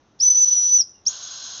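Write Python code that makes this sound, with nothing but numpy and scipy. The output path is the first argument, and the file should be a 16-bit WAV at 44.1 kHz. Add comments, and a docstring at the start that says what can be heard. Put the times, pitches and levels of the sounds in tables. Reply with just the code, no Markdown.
"""A quiet garden murmurs first; then, close by on a paved patio, a hand twice opens a model steam whistle's valve.
The first blast slides up to a shrill, wavering note and sags as the valve shuts; a faint bird chirp follows.
The second valve opening is too far: the note chirps up, breaks and leaves a rush of steam to the end.
The note is a sine of moving pitch; steam, puffs and air are filtered noise; the chirp is a wavering sine.
Two wall reflections and decaying noise tails, convolved with the whistle, give the echoes."""
import sys
import numpy as np
from scipy import signal
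from scipy.fft import rfft, irfft, next_fast_len
from scipy.io import wavfile
from scipy.ndimage import map_coordinates

SR = 44100
rng = np.random.default_rng(int(sys.argv[2]) if len(sys.argv) > 2 else 0)


def generate_wav(sig):
    """Save sig (samples, or channels by samples) to the path in sys.argv[1] as 16-bit PCM at SR."""
    pcm = np.round(np.clip(np.atleast_2d(sig).T, -1, 1) * 32767).astype(np.int16)
    wavfile.write(sys.argv[1], SR, pcm)


N = 70560
T = np.arange(N) / SR

# Spectrum of the outdoor air: f/Hz, relative level/dB
AIR_SPECTRUM = [(20, -13.5), (45, -8), (95, -0.5), (160, -4.5), (320, -4), (480, -9), (900, -11),
                (1100, -12), (1600, -16.5), (2300, -23), (3800, -21), (4700, -28), (5500, -22),
                (6200, -18.5), (7000, -36), (7600, -47.5)]
# First reflections from the walls: delay t/s, level/dB
WALL_REFLECTIONS = [(.0068, -21.5), (.0125, -18)]
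# Diffuse echoes of nearby furniture, then of the walls: level/dB before the body lift,
# 60 dB decay time t/s, build-up t/s
DIFFUSE_ECHOES = [(-19, 0.12, .008), (-22, 0.45, 0.006)]
# Soft puffs as the valve moves: centre t/s, peak level/dB, Gaussian length t/s, top f/Hz
VALVE_PUFFS = [(0.242, -55, 0.02, 400), (.298, -59.5, 0.023, 170), (0.746, -56.5, 0.0071, 201),
               (0.798, -59, 0.0098, 330), (1.086, -51, 0.0074, 580)]
# Valve openings: open t/s, shut t/s, hiss level/dB, roar level/dB, swell of hiss and pipe in dB/s,
# pipe resonance f/Hz, its width f/Hz, its level/dB
VALVE_OPENINGS = [(0.198, 0.812, -43, -60, -1, 5510, 600, -40),
                  (1.06, 1.7, -39, -51.5, 4, 6510, 152.3, -43)]
# Spectrum of the jet's hiss: f/Hz, relative level/dB
HISS_SPECTRUM = [(1800, -30), (2400, -24), (2850, -10.5), (3350, -2), (3750, -5.5), (4180, 1.5),
                 (4500, -7.5), (4900, -3), (5750, -1.5), (6100, -3.5), (6550, 0), (6900, -8), (7300, -15.5),
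                 (7600, -25.5)]
# Spectrum of the jet's roar: f/Hz, relative level/dB
ROAR_SPECTRUM = [(200, -31), (480, -15), (640, -4.5), (770, -4.5), (860, -10), (1020, -1.5), (1170, -1.5),
                 (1260, -5.5), (1420, -0.5), (1540, 3), (1640, -5.5), (1850, -13), (2400, -17), (3500, -38)]
# The tone of the first blast, then of the second until it breaks: t/s, f/Hz, level/dB
HELD_TONE = [(0.2, 4490, -33.5), (0.204, 5056, -20), (0.213, 5518, -18.5), (0.224, 5821, -17),
             (0.237, 6050, -11.5), (0.246, 6090, -17.5), (0.262, 5974, -12.5), (0.288, 5996, -14),
             (0.297, 6069, -21.4), (0.307, 6044, -10), (0.322, 6006, -15), (0.341, 5933, -22),
             (0.353, 5950, -13.5), (0.385, 6022, -15), (0.426, 5996, -13.5), (0.446, 5958, -11.5),
             (0.456, 5930, -23), (0.487, 5976, -11.5), (0.501, 5944, -18.5), (0.53, 5977, -12),
             (0.56, 5902, -20.9), (0.575, 5873, -15.5), (0.625, 5909, -19), (0.709, 5970, -15.5),
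             (0.735, 5990, -13), (0.772, 5996, -15.5), (0.787, 5867, -20.5), (0.803, 5730, -11.5),
             (0.813, 5440, -17), (0.82, 5180, -18.5), (0.827, 4460, -40)]
BROKEN_TONE = [(1.063, 4750, -33.5), (1.067, 5330, -16.5), (1.074, 5740, -12.5), (1.079, 5920, -21),
               (1.082, 6230, -15.5), (1.09, 6560, -21), (1.096, 6700, -32), (1.11, 6710, -35),
               (1.122, 6700, -39.5)]

AIR_DB = -60.5
BIRD_S, BIRD_LENGTH_S, BIRD_HZ, BIRD_PEAK_DB = .972, .07, 2810, -69  # time of mid-chirp, then length
ECHO_BODY_DB, ECHO_BODY_HZ = 3.5, 1800  # the echo is fuller below this frequency
OPEN_S, SHUT_S = .012, .0087  # time constants of the flow
ROAR_EXPONENT = 3.5  # the roar's amplitude grows as this power of the flow
LEAK_S, LEAK_DB = .0089, -10  # lead of the leak before opening; its level relative to full flow
TONE_EDGE_S = .003
JITTER_HZ, JITTER_PER_S = 14, 440  # turbulence shakes the pitch
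FLUTTER_DB, FLUTTER_PER_S = .47, 220  # and the level
BAND_LIMIT_HZ = 7540


def amp(db):
    """Level and amplitude are related logarithmically: 20 dB is a factor of ten."""
    return 10 ** (np.asarray(db) / 20)


def unit(x):
    """Dividing by the root mean square gives a signal unit effective amplitude."""
    return x / np.sqrt(np.mean(x ** 2) + 1e-20)


def along(points, hz):
    """A spectrum envelope is interpolated between (f/Hz, value) points on a log frequency axis."""
    f, v = np.transpose(points)
    return np.interp(np.log(hz + 1), np.log(f + 1), v)


def wobble(rate):
    """A smooth random fluctuation is a spline through independent knots, rate knots a second."""
    knots = rng.standard_normal(int(N * rate / SR) + 4)
    return map_coordinates(knots, [T * rate])


def filtered(x, response):
    """Linear filtering multiplies the spectrum by a response of frequency."""
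    m = next_fast_len(N + SR // 2)
    spectrum = rfft(x, m) * response(np.fft.rfftfreq(m, 1 / SR))
    return irfft(spectrum, m)[:N]


def noise(response):
    """White noise shaped by a frequency response becomes coloured noise, here of rms 1."""
    return unit(filtered(rng.standard_normal(N), response))


def outdoor_air(drift_db=1):
    """Ambient noise: a broadband murmur of steady colour and slowly drifting level."""
    murmur = noise(lambda hz: amp(along(AIR_SPECTRUM, hz)))
    return amp(AIR_DB + drift_db * wobble(5.5)) * murmur


def bird_chirp(waver_hz=45, flicker_db=3):
    """Frequency modulation: one faint, far tone wavers in pitch under a rounded envelope."""
    envelope = np.sqrt(np.clip(1 - (2 * (T - BIRD_S) / BIRD_LENGTH_S) ** 2, 0, 1))
    pitch = BIRD_HZ + waver_hz * wobble(200)
    tone = np.sin(2 * np.pi * np.cumsum(pitch) / SR)
    return amp(BIRD_PEAK_DB + flicker_db * wobble(100)) * envelope * tone


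def patio(x):
    """Reflection and reverberation: discrete wall echoes and diffuse tails form an impulse response."""
    t = T[:SR]
    impulse_response = np.zeros(SR)
    for db, t60, build_s in DIFFUSE_ECHOES:
        build_up = np.clip(t / build_s - 1, 0, 1)  # silent for build_s, then rising over build_s
        tail = rng.standard_normal(SR) * amp(-60 * t / t60) * build_up
        impulse_response += amp(db) * tail / np.linalg.norm(tail)
    for delay, db in WALL_REFLECTIONS:
        impulse_response[round(delay * SR)] += amp(db)
    echo = signal.fftconvolve(x, impulse_response)[:N]
    return x + filtered(echo, lambda hz: amp(ECHO_BODY_DB / (1 + (hz / ECHO_BODY_HZ) ** 4)))


def valve_puffs(bottom_hz=60):
    """Transient flow: low, soft noise bursts with Gaussian envelopes as the valve opens and shuts."""
    out = np.zeros(N)
    for s, db, length, top_hz in VALVE_PUFFS:
        body = noise(lambda hz: hz / (hz + bottom_hz) / (1 + (hz / top_hz) ** 4))
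        envelope = np.exp(-.5 * ((T - s) / length) ** 2)
        out += amp(db) * envelope * body
    return out


def valve_flow(start, shut):
    """First-order relaxation: after a small leak the flow rises, and later decays, exponentially."""
    age = np.maximum(T - start, 0)
    leak = amp(LEAK_DB) * np.clip(2 * (T - start + LEAK_S) / LEAK_S, 0, 1)
    opening = np.maximum(1 - np.exp(-age / OPEN_S), leak)
    return opening * np.exp(-np.maximum(T - shut, 0) / SHUT_S)


def steam_jet(unsteady_db=.45, pipe_flutter_db=2):
    """Jet noise and resonance: the open jet hisses, roars at full flow and rings the pipe."""
    out = np.zeros(N)
    for start, shut, hiss_db, roar_db, swell_db, pipe_hz, width_hz, pipe_db in VALVE_OPENINGS:
        flow = valve_flow(start, shut)
        swell = amp(swell_db * np.maximum(T - start, 0))
        hiss = noise(lambda hz: amp(along(HISS_SPECTRUM, hz)))
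        hiss *= amp(hiss_db + unsteady_db * wobble(45))
        roar = amp(roar_db) * noise(lambda hz: amp(along(ROAR_SPECTRUM, hz)))
        pipe = noise(lambda hz: 1 / (1 + 2 * ((hz - pipe_hz) / width_hz) ** 2))
        pipe *= amp(pipe_db + pipe_flutter_db * wobble(70))
        out += flow * swell * (hiss + pipe) + flow ** ROAR_EXPONENT * roar
    return out


def pipe_tone(rows):
    """Jet-driven oscillation: the pipe sounds a single tone, shaken slightly by its turbulent jet."""
    s, hz, db = np.transpose(rows)
    pitch = np.interp(T, s, hz) + JITTER_HZ * wobble(JITTER_PER_S)
    to_nearest_end = np.minimum(T - s[0], s[-1] - T)
    gate = np.sin(np.pi / 2 * np.clip(to_nearest_end / TONE_EDGE_S + .5, 0, 1)) ** 2
    level = amp(np.interp(T, s, db) + FLUTTER_DB * wobble(FLUTTER_PER_S))
    sine = np.sqrt(2) * np.sin(2 * np.pi * np.cumsum(pitch) / SR)  # rms 1
    return gate * level * sine


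def scene():
    """Superposition: the whistle with its echoes adds to the garden's air and chirp."""
    background = outdoor_air() + bird_chirp()
    whistle = valve_puffs() + steam_jet() + pipe_tone(HELD_TONE) + pipe_tone(BROKEN_TONE)
    return (background + patio(whistle))[None]


def record(dry):
    """Band limitation: a 200 Hz wide slope centred on the limit removes all higher frequencies."""
    return filtered(dry[0], lambda hz: np.clip((BAND_LIMIT_HZ - hz) / 200 + .5, 0, 1))[None]


dry = scene()
out = record(dry)
generate_wav(out)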